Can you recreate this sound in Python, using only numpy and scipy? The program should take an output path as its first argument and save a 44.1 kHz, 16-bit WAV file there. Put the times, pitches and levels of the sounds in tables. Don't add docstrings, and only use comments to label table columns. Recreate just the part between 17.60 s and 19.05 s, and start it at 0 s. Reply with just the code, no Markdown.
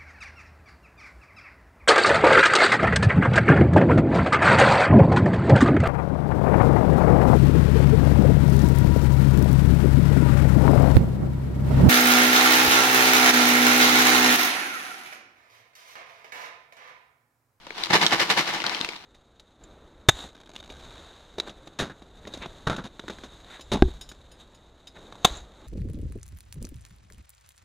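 import sys
import numpy as np
from scipy import signal
from scipy.io import wavfile

SR = 44100
rng = np.random.default_rng(int(sys.argv[2]) if len(sys.argv) > 2 else 0)


def dump(signal):
    limited = np.clip(np.atleast_2d(signal).T, -1, 1)
    pcm = np.round(limited * 32767).astype(np.int16)
    wavfile.write(sys.argv[1], SR, pcm)


N = 63945


def amp(db):
    return 10 ** (np.asarray(db) / 20)


def read(points, hz):
    f, value = np.transpose(points)
    return np.interp(np.log(hz + 1), np.log(f), value)


def add(mix, start_s, sound):
    part = mix[:, max(round(start_s * SR), 0):][:, :sound.shape[1]]
    part += sound[:, :part.shape[1]]


def pan(db):
    return amp(np.array([[db], [-db]]) / 2)


def lead(pair, lead_s):
    right = np.pad(pair[1], (round(lead_s * SR), 0))[:pair.shape[1]]
    return np.array([pair[0], right])


def colour(pair, points, modes=(), size=4096):
    # (frequency [Hz], side minus mid [dB])
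    width = [(60, -2.5), (150, -6.5), (500, -12), (1000, -5), (2000, -2), (4000, 0), (12000, -0.5)]
    hz = abs(np.fft.fftfreq(size, 1 / SR))
    lift_db = sum(db / (1 + (2 * (hz - f) / band_hz) ** 2) for f, band_hz, db in modes)
    gain = amp(read(points, hz) + lift_db)
    log_gain = np.log(np.maximum(gain / np.sqrt(np.mean(gain ** 2)), 1e-5))
    side_ratio = amp(read(width, hz))
    shares = np.array([np.ones(size), side_ratio]) / np.sqrt(1 + side_ratio ** 2)
    minimum_phase = np.exp(np.conj(signal.hilbert(log_gain + np.log(shares))))
    taps = np.fft.ifft(minimum_phase).real[:, :size // 2]
    mid, side = signal.fftconvolve(pair, taps, axes=1)[:, :pair.shape[1]]
    return np.array([mid + side, mid - side])


def impacts(per_s, spread_db, decay_s, size=400):
    low_hz, high_hz, ping_decay_s, ping_db = 694, 4554, 0.0015, -5
    hits = np.flatnonzero(rng.random(N) < per_s / SR)
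    strength = amp(spread_db * np.clip(rng.standard_normal(N), -2, 2))
    strength /= np.sqrt(np.mean(strength ** 2) * per_s / SR)
    hz = low_hz * (high_hz / low_hz) ** rng.random(N)
    noise, phase = rng.standard_normal((2, N + size)), rng.random((N, 2, 1))
    offset = rng.integers(0, N, N)
    t, out = np.arange(size) / SR, np.zeros((2, N))
    burst_shape = np.exp(-t / decay_s) * np.sqrt(2 / (decay_s * SR))
    ping_shape = np.exp(-t / ping_decay_s) * -np.expm1(-t / decay_s) * 2 / np.sqrt(ping_decay_s * SR)
    for i in hits:
        burst = noise[:, offset[i]:offset[i] + size] * burst_shape
        ping = np.sin(2 * np.pi * (hz[i] * t + phase[i])) * ping_shape * np.sqrt(hz[i] / high_hz)
        add(out, i / SR, strength[i] * (burst + amp(ping_db) * ping))
    return out


def room_tone():
    # (frequency [Hz], relative level [dB])
    spectrum = [(20, -2), (45, -8.5), (100, -11.5), (300, -12.5), (1000, -17), (4000, -21), (8000, -35),
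                (16000, -46)]
    return amp(-55.5) * colour(rng.standard_normal((2, N)), spectrum)


def rustle():
    # (time [s], level [dB])
    grip_levels = [(0, -56), (0.061, -50), (0.134, -47), (0.186, -34), (.24, -37.5), (.285, -42),
                   (.40, -36), (.67, -36.5), (.85, -33.5), (1.0, -36.5), (1.10, -37.5), (1.22, -34),
                   (1.28, -42), (1.35, -41.5), (1.40, -49), (1.45, -49)]
    # (frequency [Hz], relative level [dB])
    film_spectrum = [(50, -34.5), (100, -24), (170, -4), (350, -2.5), (550, -6.5), (850, 1), (1500, -3),
                     (2400, -3), (4000, -3), (5600, -10), (7400, -20.5), (16000, -34.5)]
    grip = amp(np.interp(np.arange(N) / SR, *np.transpose(grip_levels)))
    crinkles = impacts(per_s=1800, spread_db=1, decay_s=0.00057)
    return pan(1.5) * colour(grip * crinkles, film_spectrum)


def snap(hz, ring_s, crack_db, knock_db, pan_db, size=2048):
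    # (frequency [Hz], relative level [dB])
    crack_spectrum = [(100, -9.5), (500, -14.5), (1500, 0), (4000, 5.5), (5500, 2.5), (8000, -10.5),
                      (12000, -20), (16000, -27)]
    # (frequency [Hz], relative level [dB])
    knock_spectrum = [(40, -26), (130, -13), (330, -0.5), (800, -5), (1500, -5), (4000, -14.5),
                      (16000, -95)]
    crack_s, flutter_s, flutter_db, knock_s = 0.00014, 0.0038, -12, 0.0029
    t = np.arange(size) / SR
    ring = np.sin(2 * np.pi * hz * t) * np.exp(-t / ring_s) * -np.expm1(-2 * hz * t)
    ring = np.outer([1, pan_db == 0], ring)
    crack_noise, knock_noise = rng.standard_normal((2, 2, size))
    click = amp(-2.5) * np.outer([1, 0], t == 0)
    burst = crack_noise * (np.exp(-t / crack_s) + amp(flutter_db) * np.exp(-t / flutter_s))
    ring_mode = (hz, 0.46 * hz, 8)
    crack = amp(crack_db) * colour(click + burst, crack_spectrum, [ring_mode])
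    knock = amp(knock_db) * colour(knock_noise * np.exp(-t / knock_s), knock_spectrum)
    return pan(pan_db) * (ring + crack + knock)


def snaps():
    # (time [s], relative level [dB], ring pitch [Hz], ring decay [s],
    # crack gain [dB], knock gain [dB], left minus right [dB])
    creases = [(0.068, -29, 970, 0.003, -1, -2, 5), (.106, -18.5, 2250, 0.0015, -9, -7.5, 2.5),
               (0.181, -25.5, 1740, 0.00083, -1, -7, 15), (.215, -32, 950, 0.0027, 2, -10.5, 13),
               (0.2365, -7.5, 3920, .0013, 2, -31, 4), (0.2484, -21, 4640, 0.00067, 5.5, -32, 1),
               (.259, -20.5, 2160, 0.001, 5.5, -27, 5), (0.2689, -25.5, 1150, 0.00084, 0, -3, 7),
               (0.4653, 4.5, 3570, 0.00044, -2.5, -42, -2.5), (0.5101, -12.5, 3030, .0012, 0, -15, 1),
               (1.0027, -16.5, 2860, 0.0025, 0, -9, 1.5), (1.0195, -11.5, 1990, 0.0016, -6, -14.5, 1),
               (1.041, -7.5, 1450, 0.002, -9.5, -18, 1.5), (1.065, -10, 4530, 0.00096, 3, -26, 7.5),
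               (1.0958, -17.5, 2000, 0.0014, 3, -5.5, 9), (1.1475, -14.5, 3270, 0.0026, 3.5, -28, 2.5),
               (1.168, -17.5, 2240, 0.0028, -3, -35.5, 3), (1.2125, -7.5, 3610, 0.00096, -4, -18, 4.5),
               (1.247, -9, 2500, 0.00036, -1, -21.5, 0), (1.289, -16, 2270, 0.0032, 3, -12.5, 0.5),
               (1.333, -24, 2130, 0.002, -20, -13, 7), (1.362, -23.5, 3900, 0.0012, 1.5, -34, 4)]
    out = np.zeros((2, N))
    for start_s, db, *crease in creases:
        add(out, start_s, amp(db) * snap(*crease))
    return amp(-2) * out


def finger_bumps(decay_s=0.005, size=2048):
    # (time [s], level [dB], pitch [Hz])
    landings = [(.069, -38, 530), (1.209, -31, 261), (1.2877, -35, 400)]
    t, out = np.arange(size) / SR, np.zeros((2, N))
    for start_s, db, hz in landings:
        thud = np.sin(2 * np.pi * hz * t) * np.exp(-t / decay_s)
        add(out, start_s, pan(1.5) * amp(db) * thud)
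    return out


def stroke(start_s, hold_s, fall_s):
    attack_s, slide_s, settle_s = 0.002, 0.0089, 0.05
    slide, settle = amp(-6.5), amp(-17.5)
    t = np.arange(N) / SR - start_s
    early, late = np.maximum(-t, 0), np.maximum(t - hold_s, 0)
    rise = (1 - slide) * np.exp(-early / attack_s) + slide * np.exp(-early / slide_s)
    fall = (1 - settle) * np.exp(-late / fall_s) + settle * np.exp(-late / settle_s)
    return rise * fall


def air_cushion(start_s, landing_hz=135, octaves_per_s=7.72, width_hz=49):
    t = np.arange(N) / SR - start_s
    hz = landing_hz * 2 ** np.clip(octaves_per_s * t, -1, 1)
    carrier = np.exp(2j * np.pi * np.cumsum(hz) / SR)
    noise = rng.standard_normal(N) + 1j * rng.standard_normal(N)
    drift = signal.lfilter(*signal.butter(2, width_hz / 2, fs=SR), noise)
    boom = (carrier * drift).real
    return amp(-24) * boom / boom.std()


def kernels(stray_per_s=800, pile_per_s=1400, treble_hz=2500):
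    # (time [s], level [dB], hold [s], fall [s], treble gain [dB],
    # thump gain [dB], left minus right [dB])
    shakes = [(0.305, -21.5, 0.0088, 0.0061, -3, 6, 1.5), (.332, -14.5, 0.032, 0.0099, 0.5, 2, -.5),
              (0.416, -19, 0.02, 0.02, 3.5, 3, 1.5), (0.523, -17, 0.013, .014, -0.5, 1, 0),
              (0.597, -21, 0.022, 0.018, 3, 2.5, 2), (0.703, -18.5, 0.01, 0.013, 3.5, 1.5, 0),
              (0.775, -20, 0.022, 0.017, 1.5, 2.5, 3), (0.874, -25.5, 0.025, 0.0133, 1, 1.5, 1),
              (0.937, -30.5, 0.026, 0.014, 3, 7.5, 2), (1.045, -29.5, 0.034, 0.027, -5.5, 1, 2.5),
              (1.116, -32.5, 0.014, 0.02, -0.5, -7, 4)]
    # (frequency [Hz], relative level [dB])
    kernel_spectrum = [(120, -36.5), (200, -11.5), (340, -3), (456, -7), (709, -5), (806, -1.5),
                       (1270, -5.5), (2170, -5), (3310, -9), (4120, -2), (8420, -26), (14100, -34),
                       (16000, -42)]
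    # (frequency [Hz], width [Hz], lift [dB])
    bag_modes = [(316, 25, 0.5), (802, 66, 3), (963, 63, 2), (1124, 41, 2.5), (1724, 136, 3.5),
                 (2130, 240, 5), (2970, 114, 6.5), (4320, 870, -6.5)]
    # (frequency [Hz], relative level [dB])
    thump_spectrum = [(30, -35), (70, -14), (110, -22.5), (155, -1), (210, 0.5), (300, -27), (600, -27),
                      (2000, -68)]
    strokes = [stroke(start_s, hold_s, fall_s) for start_s, _, hold_s, fall_s, *_ in shakes]
    hits = impacts(stray_per_s + pile_per_s * sum(strokes), spread_db=3, decay_s=0.00053)
    rattle = amp(-0.5) * colour(hits, kernel_spectrum, bag_modes)
    treble = signal.lfilter(*signal.butter(1, treble_hz, "high", fs=SR), rattle)
    thump = amp(-20.5) * colour(rng.standard_normal((2, N)), thump_spectrum)
    out = np.zeros((2, N))
    for envelope, (start_s, db, _, _, treble_db, thump_db, pan_db) in zip(strokes, shakes):
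        shower = rattle + (amp(treble_db) - 1) * treble
        air = amp(thump_db) * (thump + air_cushion(start_s))
        out += amp(db) * envelope * pan(pan_db) * (shower + air)
    return out


def room_reverb(sound, size=16384, frame=256):
    # (frequency [Hz], time to fall 60 dB [s])
    decay_times = [(100, 0.31), (1000, 0.083), (4000, 0.19), (14000, 0.42)]
    # (frequency [Hz], relative level [dB])
    spectrum = [(80, -4.5), (300, 0), (900, 2), (2000, -0.5), (5000, -1), (16000, -0.5)]
    hz, t, noise = signal.stft(rng.standard_normal((2, size)), SR, nperseg=frame)
    decay = amp(-60 * t / read(decay_times, hz)[:, None])
    tail = signal.istft(noise * decay, SR, nperseg=frame)[1]
    tail[:, :frame // 2] = 0
    tail = colour(tail, spectrum)
    tail /= np.linalg.norm(tail, axis=1, keepdims=True)
    return signal.fftconvolve(sound, tail, axes=1)[:, :N]


def scene():
    bag = lead(kernels() + rustle(), lead_s=0.00007) + snaps() + finger_bumps()
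    return bag + amp(-8.5) * room_reverb(bag) + room_tone()


def record(dry):
    lowpass = signal.firwin(255, cutoff=16300, window=("kaiser", 9), fs=SR)
    return signal.oaconvolve(dry, lowpass[None], "same")


dry = scene()
out = record(dry)
dump(out)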